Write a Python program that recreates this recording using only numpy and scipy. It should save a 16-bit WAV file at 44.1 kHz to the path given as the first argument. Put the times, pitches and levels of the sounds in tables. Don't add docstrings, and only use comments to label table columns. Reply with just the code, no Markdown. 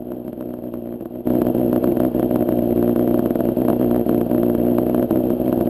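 import sys
import numpy as np
from scipy import signal
from scipy.fft import rfft, irfft
from scipy.io import wavfile

SR = 44100
rng = np.random.default_rng(int(sys.argv[2]) if len(sys.argv) > 2 else 0)


def bounce(signal):
    frames = np.transpose(np.atleast_2d(signal))
    limited = np.clip(frames, -1, 1)
    pcm = np.round(limited * 32767).astype(np.int16)
    wavfile.write(sys.argv[1], SR, pcm)


N = 250929
TIME_S = np.arange(N) / SR
BINS_HZ = np.fft.rfftfreq(N, 1 / SR)

# time in seconds, turns per second.
CRANK_SPEED = [(0, 60.7), (.31, 62.7), (.82, 58.8), (1.01, 60.6), (1.74, 61.4), (1.8, 62.3), (1.91, 62.6),
               (2.42, 60.85), (2.82, 58.3), (2.88, 60.1), (3.48, 61.3), (3.79, 61.8), (3.84, 60.1),
               (4.55, 59.15), (4.74, 60.3), (4.78, 61), (5.4, 62.6), (5.69, 60.6)]
# time in seconds, relative force.
HARD_BANGS = [(0.12, 0.59), (.281, 0.59), (0.331, 0.51), (.41, 0.56), (0.54, 0.56), (0.74, 0.52),
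              (1.01, 0.52), (1.058, 0.51), (1.305, 0.45), (1.419, 0.6), (1.469, 0.49), (1.55, 0.45),
              (1.73, 0.48), (1.762, 0.46), (1.843, 0.61), (1.922, 0.45), (2.003, 0.59), (2.197, 0.56),
              (2.36, 0.57), (2.49, 0.46), (2.828, 0.53), (2.962, 0.5), (2.995, 0.47), (3.028, 0.46),
              (3.077, 0.48), (3.144, 0.44), (3.194, .6), (3.26, 0.5), (3.308, 0.48), (3.357, 0.5),
              (3.407, .54), (3.455, 0.48), (3.684, .54), (3.702, 0.52), (3.913, 0.52), (4.094, 0.55),
              (4.18, 0.45), (4.214, 0.51), (4.315, 0.46), (4.433, 0.48), (4.551, 0.51), (4.785, .58),
              (4.898, 0.49), (4.947, 0.52), (5.028, 0.53), (5.11, 0.54), (5.305, .54), (5.528, 0.55),
              (5.611, .54)]
# start in seconds, length in seconds.
MISFIRES = [(.03, .017), (.21, .033), (.338, .033), (.598, .017), (1.067, .033), (1.215, .033),
            (1.51, .033), (1.787, .017), (1.931, .033), (2.09, .05), (2.27, .033), (2.434, .033),
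            (3.317, .033), (3.529, .033), (3.627, .017), (4.022, .033), (4.842, .017), (5.07, .033),
            (5.343, .033), (5.634, .017)]


def engine_strokes(usual=0.33, scatter=0.11, missed=0.092, missed_spread_db=4.5, lean_limit=-1.0,
                   starve=0.3, lag_turns=4, jitter_s=0.00029, kick_s=0.0018,
                   before_bang=0.67, after_bang=0.89):
    turns = np.cumsum(np.interp(TIME_S, *np.transpose(CRANK_SPEED))) / SR
    times_s = 0.006 + np.interp(np.arange(int(turns[-1])), turns, TIME_S)
    bangs = {np.argmin(abs(times_s - at_s)): (at_s, force) for at_s, force in HARD_BANGS}
    forces = np.full(len(times_s), usual)
    for k, (delay, fuel, leak) in enumerate(rng.standard_normal((len(times_s), 3))):
        charge = fuel - starve * (forces[k - lag_turns] - usual) / scatter
        surge = np.sum(forces[max(k - lag_turns, 0):k] - usual)
        times_s[k] += jitter_s * delay - kick_s * surge
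        misfire = any(0 <= times_s[k] - start_s < length_s for start_s, length_s in MISFIRES)
        if k in bangs:
            times_s[k], forces[k] = bangs[k]
        elif charge < lean_limit or misfire:
            forces[k] = missed * from_db(missed_spread_db * leak)
        else:
            share = before_bang if k + 1 in bangs else after_bang if k - 1 in bangs else 1
            forces[k] = share * (usual + scatter * np.tanh(charge))
    return np.c_[times_s, forces]


# frequency in Hz, width in Hz, relative level in dB.
PIPE_MODES = [(53.7, 13, -28), (126.5, 22.2, -22.5), (172.2, 9.4, -26.5), (243.8, 29.8, -5.5),
              (313, 48.3, -4), (346.2, 10.8, -14), (457.4, 3.3, -26), (546.5, 120, -5.5), (627, 51.5, -7),
              (716.8, 34, 0)]


def exhaust_ring(strokes, gain_db=3.0, full_force=0.52, detune=0.019, sag=0.097, uneven_db=1.2,
                 build_s=0.0063, muffler_hz=640):
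    mode_hz, width_hz, level_db = np.transpose(PIPE_MODES)[:, :, None]
    t = np.arange(SR // 12) / SR
    build_up = 1 - 0.2 * np.exp(-t / build_s)
    envelopes = from_db(level_db) * np.exp(-np.pi * width_hz * t) * build_up
    rings = np.zeros(N)
    for start_s, force in strokes:
        pitch_draw, level_draw = rng.standard_normal((2, len(PIPE_MODES), 1))
        drive = full_force * np.tanh(force / full_force)
        tuning = 1 + detune * pitch_draw - sag * (drive - full_force / 2)
        modes = from_db(uneven_db * level_draw) * envelopes * np.cos(2 * np.pi * mode_hz * tuning * t)
        add(rings, start_s, drive * modes.sum(0))
    return from_db(gain_db) * low_pass(rings, muffler_hz, slope=21.1)


def pressure_fronts(strokes, gain_db=1, centre_hz=470, from_force=0.42):
    t = np.arange(-SR // 200, SR // 200) / SR
    bend = (np.pi * centre_hz * t) ** 2
    pulse = (1 - 2 * bend) * np.exp(-bend)
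    fronts = np.zeros(N)
    for peak_s, force in strokes:
        add(fronts, peak_s + t[0], max(force - from_force, 0) * pulse)
    return from_db(gain_db) * fronts


# frequency in Hz, relative density in dB.
SHOCK_SPECTRUM = [(20, 1.5), (50, 19), (150, 2.5), (600, -9), (950, 12), (1400, -25.5), (2200, -6.5),
                  (3500, -35.5), (5000, -32.5), (7500, -14.5), (9500, -11), (14000, -54)]


def shock_cracks(strokes, rms_db=-47, lead_s=0.00068, from_force=0.33):
    clicks = np.zeros(N)
    for peak_s, force in strokes:
        add(clicks, peak_s - lead_s, np.array([max(force - from_force, 0)]))
    jumps = signal.hilbert(clicks).imag
    return from_db(rms_db) * colour(jumps, SHOCK_SPECTRUM)


# frequency in Hz, relative density in dB.
GAS_SPECTRUM = [(80, -9), (200, -43.5), (350, -34.5), (500, 6), (680, 5.5), (820, -4), (1200, -18.5),
                (2000, -37), (4000, -45)]


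def gas_rush(strokes, rms_db=-32):
    return from_db(rms_db) * noise(GAS_SPECTRUM, puffs(strokes, decay_s=0.0053))


# frequency in Hz, relative density in dB.
CLATTER_SPECTRUM = [(500, 3), (1000, 1.5), (1500, 8), (2100, -1), (2550, 2), (2790, 7), (2960, -1.5),
                    (3130, 8), (3400, -2), (4400, -6), (5500, -15), (7000, -39.5)]


def engine_clatter(strokes, rms_db=-51):
    return from_db(rms_db) * noise(CLATTER_SPECTRUM, puffs(strokes, decay_s=0.0055, lead_s=0.0068))


# frequency in Hz, relative density in dB.
RUMBLE_SPECTRUM = [(10, 4.5), (30, 4), (70, 17), (150, 14.5), (400, -33.5), (1000, -35.5), (3000, -75)]


def rolling_rumble(rms_db=-42):
    return from_db(rms_db) * noise(RUMBLE_SPECTRUM)


def puffs(strokes, decay_s, lead_s=0, floor=0.13):
    kicks = np.zeros(N)
    for start_s, force in strokes:
        add(kicks, start_s - lead_s, np.array([force]))
    return floor + signal.lfilter([1], [1, -np.exp(-1 / (decay_s * SR))], kicks)


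def noise(spectrum, envelope=1):
    return colour(envelope * rng.standard_normal(N), spectrum)


def colour(x, spectrum):
    hz, db = np.transpose(spectrum)
    gain = from_db(np.interp(np.log(BINS_HZ + 1), np.log(hz), db))
    coloured = irfft(rfft(x) * gain, N)
    return coloured / coloured.std()


def low_pass(x, cutoff_hz, slope):
    return irfft(rfft(x) / (1 + (BINS_HZ / cutoff_hz) ** slope), N)


def add(mix, start_s, sound):
    at = round(start_s * SR) + np.arange(len(sound))
    inside = (at >= 0) & (at < N)
    mix[at[inside]] += sound[inside]


def from_db(db):
    return 10 ** (np.asarray(db) / 20)


def scene():
    strokes = engine_strokes()
    noises = gas_rush(strokes) + engine_clatter(strokes) + rolling_rumble()
    exhaust = exhaust_ring(strokes) + pressure_fronts(strokes) + shock_cracks(strokes)
    return (exhaust + noises)[None]


# time in seconds, gain in dB.
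LEVEL_STEPS = [(0, -11.5), (1.244, -12), (1.272, -0.5), (5.69, -0.5)]


def record(dry, ceiling=0.48, knee=26.4, peak_leak=0.017, band_hz=7500,
           hold_hz=12000, sizzle_db=2.0, edge_hz=15600):
    pressure = dry[0]
    squashed = pressure / (1 + abs(pressure / ceiling) ** knee) ** (1 / knee)
    overloaded = low_pass(squashed + peak_leak * (pressure - squashed), band_hz, slope=4.2)
    sizzle = from_db(sizzle_db) * np.gradient(overloaded) * np.cos(2 * np.pi * hold_hz * TIME_S)
    volume = from_db(np.interp(TIME_S, *np.transpose(LEVEL_STEPS)))
    band_limit = signal.firwin(511, edge_hz, window=("kaiser", 9), fs=SR)
    return signal.oaconvolve(volume * (overloaded + sizzle), band_limit, "same")[None]


dry = scene()
out = record(dry)
bounce(out)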